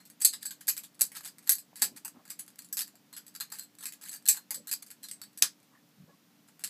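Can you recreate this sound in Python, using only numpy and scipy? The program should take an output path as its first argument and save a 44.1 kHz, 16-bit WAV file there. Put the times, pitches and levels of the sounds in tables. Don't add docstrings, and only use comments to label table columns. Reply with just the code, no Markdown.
import sys
import numpy as np
from scipy import signal
from scipy.fft import rfft, irfft
from scipy.io import wavfile
from scipy.ndimage import uniform_filter1d

SR = 44100
rng = np.random.default_rng(int(sys.argv[2]) if len(sys.argv) > 2 else 0)


def master_out(mix):
    frames = np.transpose(np.atleast_2d(mix))
    ceiling = np.clip(frames, -1, 1)
    pcm = np.round(ceiling * 32767).astype(np.int16)
    wavfile.write(sys.argv[1], SR, pcm)


def gain_from_db(level_db):
    decades = np.asarray(level_db, float) / 20
    return 10 ** decades


N = 295029

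PART_BORDERS_HZ = [700, 3200, 5500, 6800, 9200, 15500]
# [pitch_hz, level_db]
CRACK_COLOUR = [(200, -31.5), (550, -19.5), (900, -12), (1250, -8.5), (1700, -1.5), (3200, -3.5),
                (4500, 4.5), (5800, -5), (7900, 0), (9300, -2), (12600, -2), (13700, -4.5), (14250, -17),
                (14800, -7), (15600, -12)]
# [pitch_hz, level_db, t60_s]
STEEL_MODES = [(860, -11, 0.036), (1670, -6.5, 0.021), (2556, -11.5, 0.013), (4104, -14, 0.037),
               (4610, -11.5, 0.037), (4790, -13, 0.029), (6420, -7, 0.035), (7580, -9, 0.026),
               (7280, -8, 0.021), (7930, 1, 0.021), (8030, -8, 0.03), (8670, -8.5, 0.024),
               (9530, -5, 0.015), (9940, -10.5, 0.019), (10260, -7, 0.014), (11130, -3, 0.03),
               (11770, -4, 0.015), (12140, -11.5, 0.023), (12640, -2, 0.026), (13170, -5, 0.016),
               (15200, -12, .03)]
# [pitch_hz, t60_s]
ROOM_DECAY = [(500, 0.12), (2000, 0.14), (5000, 0.15), (12000, 0.11)]
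# [pitch_hz, level_db]
HUM_LINES = [
    (293, -73),
    (239, -77.5),
]
# [start_s, level_db, pitch_hz, width_hz,
# t60_s]
THUMPS = [(1.006, -53.5, 536, 250, 0.1), (1.007, -55, 210, 79.8, 0.11), (1.49, -58, 497.4, 300, .1),
          (1.724, -58, 764, 597, 0.061), (1.813, -48.5, 249, 114, 0.14), (1.815, -42, 838, 200, 0.073),
          (1.82, -57, 619, 500, 0.32), (2.047, -54, 896, 350, 0.071), (2.935, -66, 679, 80, 0.11),
          (5.423, -52, 250.3, 120, 0.092), (6.045, -61.5, 170, 59.8, 0.22), (6.08, -62, 632, 601, 0.11)]
# [pitch_hz, level_db per Hz]
HISS_COLOUR = [(30, -10), (90, -28.5), (112, -12.5), (190, -2.5), (310, -11.5), (350, -15), (900, -20),
               (1600, -22), (5500, -24), (9700, -30), (12500, -26.5), (15250, -27.5), (15550, -40.5),
               (16500, -58.5)]
HISS_DB = -65.5
# [start_s, blow_db, wall_share_db]
SLAM_SHUT = (5.4232, -9.5, -5)
# [pitch_hz, level_db per Hz]
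SLAM_SPECTRUM = [(150, -45.5), (400, -32.5), (1400, -29), (1950, -22.5), (2520, -18.5), (4570, -11),
                 (6500, -7.5), (8500, -10), (12000, -9), (15400, -16.5)]
# [start_s, blow_db, knock_db, low_ring_db, high_ring_db]
HARD_CLACKS = [(0.2191, -24.5, -21, -14, -2.5), (0.2483, -12, -31, -10.5, -2.5),
               (0.457, -30.5, -20.5, -11.5, -2), (0.6798, -27.5, -15.5, -13.5, -3.5),
               (0.6869, -23, -19, -15, -7), (0.778, -31.5, -15, -14, -6), (1.0095, -19, -21.5, -16.5, -5.5),
               (1.4744, -33, -12, -8, -6.5), (1.4935, -13.5, -21, -16, -6),
               (1.8201, -17.5, -15.5, -11, -3.5), (2.0488, -34, -9, -16.5, -3), (2.394, -34, -15, -18, -5),
               (2.7265, -30, -23.5, -25.5, -5.5), (2.77, -26.5, -16, -8.5, -6),
               (3.4013, -37, -10.5, -6, -5.5), (3.8559, -31, -11.5, -11.5, -3), (4.256, -35, -16, -5.5, -5),
               (4.2771, -25.5, -32, -14, -8.5), (4.2863, -13, -26, -15.5, -2.5),
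               (4.5069, -27, -10.5, -15, -8.5), (4.5441, -33.5, -17.5, -11, -2.5),
               (4.7138, -28, -17, -9, -4.5), (5.113, -34, -21, -11, -1), (6.6385, -29, -12.5, -8.5, -3.5)]
# [start_s, blow_db, knock_db, low_ring_db]
PIVOT_TICKS = [(0.1003, -46.5, -11, -13.5), (0.2055, -39, -17, -12.5), (0.3298, -39, -15.5, -3.5),
               (0.426, -44.5, -12, -6.5), (0.5081, -37, -14, -8), (0.6113, -44.5, -3, -18),
               (0.6709, -36.5, -27, -11), (0.8363, -42, -14, -7.5), (1.1181, -43.5, 1, -14),
               (1.1518, -40.5, -6, -7), (1.248, -38.5, -9.5, -11), (1.584, -38.5, -15.5, -14.5),
               (1.7572, -42.5, -11, -8), (1.964, -44.5, -9, -8.5), (2.3035, -34, -15, -11.5),
               (2.59, -37, -14, -10), (3.1365, -46, -24, -2), (3.1652, -41, -11.5, -13),
               (3.351, -40, -12, -7.5), (3.5224, -35, -8.5, -9.5), (3.587, -37.5, -16, -8),
               (4.085, -41, -17, -10.5), (4.1386, -38.5, -11, -10.5), (4.347, -37, -7.5, -11),
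               (4.672, -38, -12.5, -9.5), (4.823, -52, -13, -10.5), (5.032, -41, -16, -7.5),
               (5.086, -41, -21, -4), (5.2164, -37.5, -12, -5.5), (5.3747, -40, -18.5, -15)]
# [start_s, blow_db, knock_db]
LIGHT_TOUCHES = [(0.0041, -56.5, -2), (0.0536, -50.5, -20), (0.6084, -48.5, -14), (0.7668, -36, -16),
                 (0.9936, -43.5, -10), (1.2081, -43.5, -3), (1.384, -46, -8.5), (1.4697, -48, -4),
                 (1.816, -39, -7), (1.961, -55, -8), (2.253, -50.5, -5), (2.2998, -44, -21),
                 (2.3909, -45.5, -10), (2.479, -47, -8.5), (2.586, -52, -8), (2.621, -48, -12),
                 (2.646, -48.5, -21), (2.8734, -51, -9), (3.1286, -45.5, -7), (3.266, -47, -16),
                 (3.752, -54, -8.5), (3.786, -48, -8), (3.8077, -44.5, -9.5), (3.923, -42.5, -14),
                 (4.013, -49, -8), (4.904, -44, -9), (5.028, -55, -8), (5.4201, -40, -10),
                 (6.4855, -56, -0.5), (6.594, -49, -4)]
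# [start_s, blow_db]
FAINT_GRAZES = [(0.0734, -57.5), (0.2009, -53.5), (0.8317, -53), (0.9455, -58), (0.952, -55.5),
                (1.147, -50), (1.39, -51), (2.002, -62), (2.0912, -56.5), (2.278, -49.5), (2.4635, -54),
                (2.5028, -56), (2.558, -53), (2.6874, -54), (2.9548, -53.5), (3.1554, -56), (3.28, -47.5),
                (3.3419, -57), (3.5017, -50), (4.0387, -42), (4.2242, -57.5), (4.3908, -59),
                (4.9136, -43.5), (5.1343, -45.5), (5.3314, -61.5), (5.6016, -63), (5.6296, -61),
                (5.89, -66), (6.478, -62), (6.488, -59.5)]
# [start_s, blow_db]
REBOUNDS = [(0.2155, -32.5), (0.2543, -26), (0.262, -32), (0.3357, -32.5), (0.4292, -34.5),
            (0.4534, -37), (0.4656, -33.5), (0.6838, -22), (1.0016, -43), (1.0172, -13),
            (1.2757, -41), (1.5018, -20), (1.5196, -20), (2.0564, -36.5), (2.0794, -39),
            (2.407, -41), (2.729, -33), (2.8075, -26.5), (3.361, -39.5), (3.4075, -30.5),
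            (3.4153, -36), (3.5192, -43), (3.5943, -34.5), (4.093, -37.5), (4.2627, -31.5),
            (4.2898, -16), (4.2954, -17), (5.2368, -44), (6.6455, -29.5), (6.675, -39)]
# [start_s, length_s, first_blow_db, last_blow_db]
LOOSE_RATTLES = [(0.41, 0.018, -55, -50), (0.84, .03, -47, -67.5), (1.156, 0.024, -38, -43.5),
                 (1.233, .009, -47, -44.5), (1.254, .03, -41, -45.5), (1.426, 0.036, -61.5, -61.5),
                 (1.764, 0.044, -43.5, -55), (1.968, 0.019, -44, -50.5), (2.288, .007, -55.5, -60),
                 (3.171, .008, -42, -41.5), (3.531, 0.055, -46.5, -54), (3.607, 0.045, -49, -56),
                 (3.827, .014, -43, -46), (3.865, 0.027, -36.5, -47.5), (3.93, .005, -43, -48),
                 (4.018, 0.058, -50, -46), (4.114, 0.02, -43, -44), (4.144, 0.018, -45, -49.5),
                 (4.353, .022, -45.5, -42.5), (4.547, 0.0087, -33.5, -38), (4.678, 0.021, -42, -42),
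                 (4.824, 0.0044, -42, -44), (4.864, 0.022, -51, -55.5), (5.039, .011, -43.5, -44.5),
                 (5.376, .011, -41.5, -48.5), (6.602, 0.016, -52.5, -62)]
# [start_s, level_db, pitch_hz, width_hz, length_s]
CLOTH_RUBS = [(1.83, -60, 248, 140, 0.14), (2.14, -56, 247, 95.04, 0.054), (2.143, -64, 930, 850, 0.08),
              (4.56, -58.5, 215, 90, 0.067), (4.555, -63, 535, 99, 0.082), (6.078, -65.5, 520, 110, 0.037),
              (5.71, -71, 1100, 540, 0.073), (5.73, -68.5, 1800, 250, 0.066),
              (6.075, -70.5, 830, 200, 0.027), (5.975, -52.5, 165, 50, 0.07), (6.083, -70, 1100, 35, 0.066),
              (6.086, -71.5, 1690, 50, 0.072)]
# [start_s, low_mode_db, high_mode_db]
BLADE_PINGS = [(.002, -61, -66), (.26, -43, -31), (0.334, -60, -64), (.457, -60, -35), (.51, -62, -58),
               (3.137, -56, -48), (3.407, -48, -44), (3.59, -51.5, -46), (3.786, -73, -49),
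               (4.093, -55.5, -40.5), (4.256, -46, -56.5), (4.29, -45, -26.5), (4.365, -52.5, -72),
               (4.553, -62, -40), (5.04, -57, -56), (1.51, -53, -36)]
# [pitch_hz, t60_s]
BLADE_MODES = [
    (4215, .22),
    (7930, .12),
]
# [start_s, pitch_hz, level_db, pitch_hz, level_db]
LEADING_MODES = [(0.2193, 7950, 18, 4704, 16), (0.2484, 7830, 12, 11340, 7), (0.3298, 4900, 12, 8030.0, 5),
                 (0.457, 7910, 22, 12670.0, 11), (0.5084, 8000, 20, 12640.0, 11),
                 (0.6797, 12000, 9.0, 7640, 2), (0.6867, 11330.0, 9, 12400, 8),
                 (0.778, 7880.0, 12.5, 11450.0, 7), (1.0098, 12370, 5, 11240, 3),
                 (1.1518, 5340.0, 7, 6170, 2), (1.2482, 4740, 6, 9240, 6),
                 (1.4744, 12140.0, 5.0, 4150.0, 9), (1.4933, 12600, 15, 10540.0, 11.5),
                 (1.5832, 7920.0, 18, 9300.0, 11), (1.82, 7850, 10.5, 11060, 4),
                 (2.0484, 8200, 5.5, 11260.0, 3), (2.3032, 12570.0, 7, 7920.0, -2),
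                 (2.394, 7900, 1, 10580.0, 9), (2.5885, 4230, 0, 7820.0, 0), (2.7267, 4850, 9, 7930, 15),
                 (2.769, 8000, 7, 7270, -2), (3.1652, 7850.0, 13, 11400, 11.5),
                 (3.351, 4700, 5.5, 11650, 12), (3.4015, 4173, 13, 11970, 12), (3.5226, 7580, 11, 4740, 4),
                 (3.588, 7930, 9, 4197, 13), (3.8557, 7810.0, 11, 10800, -3), (4.1366, 8200.0, 9, 4620, 5),
                 (4.256, 4230, 15, 7840.0, 13), (4.2771, 11800, 14, 7570, 10.0),
                 (4.2864, 7970, 8, 7327, 11.5), (4.5067, 10800, 5, 4750, 4.5), (4.5442, 7760, 14, 12200, 1),
                 (4.672, 12640.0, 13, 4170, 14), (4.7136, 7770, 3, 6400, 0), (5.032, 7940, 10, 4120.0, 14),
                 (5.113, 8120, 9, 7580, -3), (5.2165, 4520, 13.5, 7910.0, 7),
                 (5.3747, 7960.0, 14, 11660, 6.5), (6.6383, 7740, 9, 4240, 8)]
# [start_s, pitch_hz, level_db, pitch_hz, level_db]
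SECOND_MODES = [(0.2193, 12230.0, 3.5, 11720.0, 0.5), (0.2484, 4240, 12.5, 12500, 3),
                (0.457, 9700, 4, 4520.0, 2), (0.6867, 7730, 3, 7220.0, 4.5), (1.0098, 10400, 4.5, 8460, 4),
                (1.4933, 7940, 5.5, 10000, 8), (1.82, 12510.0, 3, 13500, 5), (2.769, 11000, 4, 4740, 4),
                (4.2771, 9860.0, 2.5, 12870.0, 0.5), (4.2864, 12000, 6.5, 11300, 2.5),
                (4.7136, 4876, 10, 12500.0, 9), (6.6383, 8440, 8, 11010.0, 4)]
# [start_s, pitch_hz, level_db]
HANDLE_KNOCKS = [(0.2193, 2550, 11), (0.2484, 3110, -3), (0.3298, 1840.0, -2), (0.457, 1610, 10),
                 (0.5084, 1600, 15), (0.6797, 1890, 5), (0.6867, 2524, 3.5), (0.778, 2370, 7),
                 (1.0098, 1670.0, -11), (1.1518, 1920, -1), (1.2482, 2360, -1.0), (1.4744, 1820.0, 4.0),
                 (1.4933, 2020, 4), (1.5832, 2790.0, 1), (1.82, 2876, -1.0), (2.0484, 2680, 5),
                 (2.3032, 2400.0, -4), (2.394, 3080.0, 3), (2.5885, 1610, 2), (2.7267, 1590, 10),
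                 (2.769, 2660.0, -4), (3.1652, 1480, 8), (3.351, 1350, 9), (3.4015, 1660, 5),
                 (3.5226, 1270, 2), (3.588, 1560, 13), (3.8557, 2553, -3), (4.1366, 1690, -3),
                 (4.256, 1700, 17), (4.2771, 1695, -5), (4.2864, 2460, 9), (4.5067, 2100, 0),
                 (4.5442, 3088, -2), (4.672, 3027, -2.0), (4.7136, 2570, 4), (5.032, 1960, -4),
                 (5.113, 2070, 7), (5.2165, 1670.0, 5), (5.3747, 1800, 5), (6.6383, 1720, 7)]
# [pitch_hz, level_db, t60_s]
CLAMPED_MODES = [(2573, -6, 0.019), (3755, -3, .015), (4940, -9, .015), (6270, -1.5, 0.01),
                 (10840, -4.5, 0.0081), (12670, -8, 0.0055)]
# [start_s, blow_db]
MORE_REBOUNDS = [(.2505, -20), (.2925, -40), (1.038, -31), (1.053, -39), (1.066, -43), (1.531, -29),
                 (1.553, -33), (4.312, -27), (4.327, -30), (1.859, -36), (2.878, -50), (0.6813, -26.5),
                 (.689, -23.5), (0.694, -26), (.698, -28), (1.014, -25), (1.026, -27), (1.4977, -22),
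                 (1.5075, -22), (1.8242, -21.5), (1.8284, -25), (1.833, -29), (1.839, -28), (1.843, -27.5),
                 (1.851, -30), (2.0547, -37), (2.0848, -46), (2.7747, -35), (2.778, -31), (2.783, -31),
                 (2.791, -26), (2.797, -32), (2.8127, -34.5), (2.817, -30), (2.822, -36), (2.83, -45),
                 (4.299, -24), (4.7165, -29), (4.7225, -29.5), (4.7275, -24.5), (4.737, -27.5),
                 (5.4312, -20.5)]

CHATTER_GAP_S = 0.007


def evened(x):
    return x / np.sqrt(np.mean(x ** 2) + 1e-20)


def smooth_waver(count, size):
    drift = uniform_filter1d(rng.standard_normal(count), size)
    return evened(uniform_filter1d(drift, size))


def read(points, hz):
    f, value = np.transpose(points)
    return np.interp(np.log(hz + 1), np.log(f + 1), value)


def add(mix, start_s, sound):
    part = mix[max(round(start_s * SR), 0):][:len(sound)]
    part += sound[:len(part)]


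def causal(gain):
    cepstrum = irfft(np.log(gain + 1e-5))
    half = len(cepstrum) // 2
    fold = np.r_[1, 2 * np.ones(half - 1), 1, np.zeros(half - 1)]
    return np.exp(rfft(cepstrum * fold))


def hiss_and_hum():
    hz, t = np.fft.rfftfreq(N, 1 / SR), np.arange(N) / SR
    hiss = evened(irfft(rfft(rng.standard_normal(N)) * gain_from_db(read(HISS_COLOUR, hz)), N))
    out = gain_from_db(HISS_DB) * hiss
    for pitch_hz, level_db in HUM_LINES:
        waver = smooth_waver(N, 3000)
        phase = 2 * np.pi * np.cumsum(pitch_hz + 2.6 * waver) / SR
        out += gain_from_db(level_db + 2 + 0.99 * waver) * np.sin(phase)
    return out


def pings():
    out, t = np.zeros(N), np.arange(SR // 4) / SR
    for start_s, *levels_db in BLADE_PINGS:
        detune = 1 + 0.0023 * rng.standard_normal()
        for (hz, t60), level_db in zip(BLADE_MODES, levels_db):
            fade_db = level_db + 3.2 * smooth_waver(len(t), 150) - 60 * t / t60
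            add(out, start_s, gain_from_db(fade_db) * np.sin(2 * np.pi * hz * detune * t))
    return out


def ringing(modes, t):
    hz, db, t60 = np.reshape(modes, (-1, 3)).T[:, :, None]
    return np.sum(gain_from_db(db - 60 * t / t60) * np.sin(2 * np.pi * hz * t), axis=0)


def leading_modes(times):
    out = [[] for _ in times]
    steel, handle = (LEADING_MODES + SECOND_MODES, -8.5, 0.055), (HANDLE_KNOCKS, -5, 0.029)
    for table, base_db, t60 in [steel, handle]:
        for start_s, *pairs in table:
            nearest = np.argmin(abs(times - start_s))
            out[nearest] += [(hz, db + base_db, t60) for hz, db in zip(pairs[::2], pairs[1::2])]
    return out


def strike(blow_db, knock_db, low_db, high_db, leads, chance):
    t = np.arange(2048) / SR
    hz, db, t60 = np.transpose(STEEL_MODES)[:, :, None]
    spot, phase, detune, grip = np.clip(chance, -2, 2)[:, :, None]
    hz = hz * (1 + 0.011 * detune)
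    t60 = t60 * np.exp(0.078 * grip)
    modes = gain_from_db(db + 3.9 * spot - 60 * t / t60) * np.sin(2 * np.pi * hz * t + np.pi * phase)
    free_db = 0.51 * (high_db + 5.5) + 0.19 * (blow_db + 32.0)
    ring = gain_from_db(free_db) * np.sum(modes, axis=0)

    crack, lumps, patches = rng.standard_normal((3, len(t)))
    crack = crack * gain_from_db(2.8 * evened(uniform_filter1d(lumps, 24)))
    crack = crack * gain_from_db(11.5 - 60 * t / 0.013)
    sound = (crack + ring + ringing(leads, t)) * np.minimum(t / 0.0004, 1)

    rest = max(1 - gain_from_db(2 * low_db) - gain_from_db(2 * high_db), 0.1)
    shares = np.array([gain_from_db(2 * knock_db), gain_from_db(2 * low_db), 0.1 * rest, gain_from_db(2 * high_db), 1.25 * rest])
    f = np.fft.rfftfreq(len(t), 1 / SR)
    z = rfft(np.roll(sound, 128))
    pattern = evened(uniform_filter1d(uniform_filter1d(patches, 20), 20))[:len(f)]
    gain = gain_from_db(read(CRACK_COLOUR, f)) * gain_from_db(2.3 * pattern)
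    found = np.histogram(f, PART_BORDERS_HZ, weights=abs(z * gain) ** 2)[0]
    centres = np.sqrt(np.multiply(PART_BORDERS_HZ[1:], PART_BORDERS_HZ[:-1]))
    balance = np.transpose([centres, 10 * np.log10(shares / found)])
    sound = irfft(z * causal(gain * gain_from_db(read(balance, f))))
    return sound / np.sqrt(np.mean(sound[140:204] ** 2))


def knife():
    usual = (0, 0, -12, -9.5, -4)  # knock, low and high ring shares in dB where a row gives none
    struck = HARD_CLACKS + PIVOT_TICKS + LIGHT_TOUCHES
    contacts = np.array(sorted(tuple(row) + usual[len(row):] for row in struck))
    times, blows_db = contacts[:, 0], contacts[:, 1]
    lead_in = (np.diff(times, append=99) < 0.024) & (np.diff(blows_db, append=-99) > 0)
    leads = leading_modes(times)
    single = [row[:2] for row in struck + FAINT_GRAZES + REBOUNDS + MORE_REBOUNDS]
    slam_s, slam_db, slam_wall_db = SLAM_SHUT
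    sounds = [(slam_s, gain_from_db(slam_db) * slam(), slam_wall_db, 0)]
    for k, (start_s, blow_db) in enumerate(single + chatter()):
        chance = rng.standard_normal((4, len(STEEL_MODES)))
        last = max(np.searchsorted(times, start_s, "right") - 1, 0)
        bounce = k >= len(contacts)
        own = [(hz * (1 + 0.003 * shift), db - 5.5 * bounce, t60)
               for (hz, db, t60), shift in zip(leads[last], chance[2])]
        sound = gain_from_db(blow_db) * strike(blow_db, *contacts[last, 2:], own, chance)
        if k >= len(single):
            sound = skitter(sound)
        sounds.append((start_s, sound, 2 + 2.5 * lead_in[last] - 3.5 * bounce, k % 3))

    direct, outward = np.zeros(N), np.zeros((3, N))
    for start_s, sound, wall_db, way in sounds:
        onset_s = start_s - 140 / SR
        add(direct, onset_s, sound)
        add(outward[way], onset_s, gain_from_db(wall_db) * sound)
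    return direct, outward


def room(x):
    taps = np.zeros(SR // 3)
    at = np.arange(120, len(taps) - 20, 12)
    taps[at + rng.integers(0, 12, len(at))] = rng.choice([-1., 1.], len(at))
    hz, t, z = signal.stft(taps, SR, nperseg=128)
    fade = gain_from_db(-60 * t / read(ROOM_DECAY, hz)[:, None])
    tail = signal.istft(z * fade, SR, nperseg=128)[1]
    return signal.oaconvolve(x, tail / np.linalg.norm(tail))[:N]


def walls(outward):
    sweep_depth, tails = 0.91, []
    for x in outward:
        sweep = 1 + sweep_depth * smooth_waver(N, 40)
        tails.append(room(x * sweep / np.hypot(1, sweep_depth)))
    return sum(tails)


def chatter():
    rows, k = [], np.arange(10)
    for start_s, length_s, first_db, last_db in LOOSE_RATTLES:
        jitter, size = np.clip(rng.standard_normal((2, len(k))), -2, 2)
        late_s = CHATTER_GAP_S * (k + 0.3 * jitter * (k > 0))
        blow_db = first_db + (last_db - first_db) * late_s / length_s + 2.5 * size
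        sounding = late_s <= length_s
        rows += zip(start_s + late_s[sounding], blow_db[sounding])
    return rows


def skitter(sound):
    train = np.zeros(round(CHATTER_GAP_S * SR) + 1)
    place, size = rng.random(4), rng.standard_normal(4)
    place[0] = 0
    train[(place * len(train)).astype(int)] = np.sign(size) * gain_from_db(-6.5 + 3 * abs(size))
    return signal.fftconvolve(sound, train)


def puff(t, hz, width_hz):
    turn, r = np.exp(2j * np.pi * hz * t), np.exp(-np.pi * width_hz / SR)
    noise = rng.standard_normal(3 * len(t))
    slow = signal.lfilter([1], np.convolve([1, -r], [1, -r]), noise)[-len(t):]
    return evened((turn * (evened(slow) + 35 / width_hz)).real)


def thumps():
    out, t = np.zeros(N), np.arange(SR // 3) / SR
    for start_s, level_db, hz, width_hz, t60 in THUMPS:
        rise_s = 0.099 * t60
        swell = np.minimum(t / rise_s, 1) ** 2
        fade = gain_from_db(level_db - 60 * np.maximum(t - rise_s, 0) / t60)
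        add(out, start_s, fade * swell * puff(t, hz, width_hz))
    return out


def cloth_rubs():
    out, t = np.zeros(N), np.arange(SR // 3) / SR
    for start_s, level_db, hz, width_hz, length_s in CLOTH_RUBS:
        arch = abs(np.sin(np.pi * np.minimum(t / length_s, 1))) ** 0.3
        add(out, start_s, gain_from_db(level_db) * arch * puff(t, hz, width_hz))
    return out


def slam():
    t = np.arange(2048) / SR
    burst = rng.standard_normal(len(t)) * gain_from_db(-60 * t / 0.019)
    crack = (burst + ringing(CLAMPED_MODES, t)) * np.minimum(t / 0.00034, 1)
    colour = gain_from_db(read(SLAM_SPECTRUM, np.fft.rfftfreq(len(t), 1 / SR)))
    crack = irfft(rfft(np.roll(crack, 128)) * causal(colour))
    return crack / np.sqrt(np.mean(crack[140:204] ** 2))


def scene():
    direct, outward = knife()
    background = hiss_and_hum() + thumps() + cloth_rubs()
    return (direct + pings() + gain_from_db(-3.0) * walls(outward) + background)[None]


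def band_limit(x):
    return signal.sosfilt(signal.butter(12, 16480, fs=SR, output="sos"), x)


def record(dry):
    thin = signal.sosfilt(signal.butter(3, 90, "high", fs=SR, output="sos"), dry)
    thin = signal.sosfilt(signal.cheby2(14, 35, 15650, fs=SR, output="sos"), thin)
    return band_limit(thin)


dry = scene()
out = record(dry)
master_out(out)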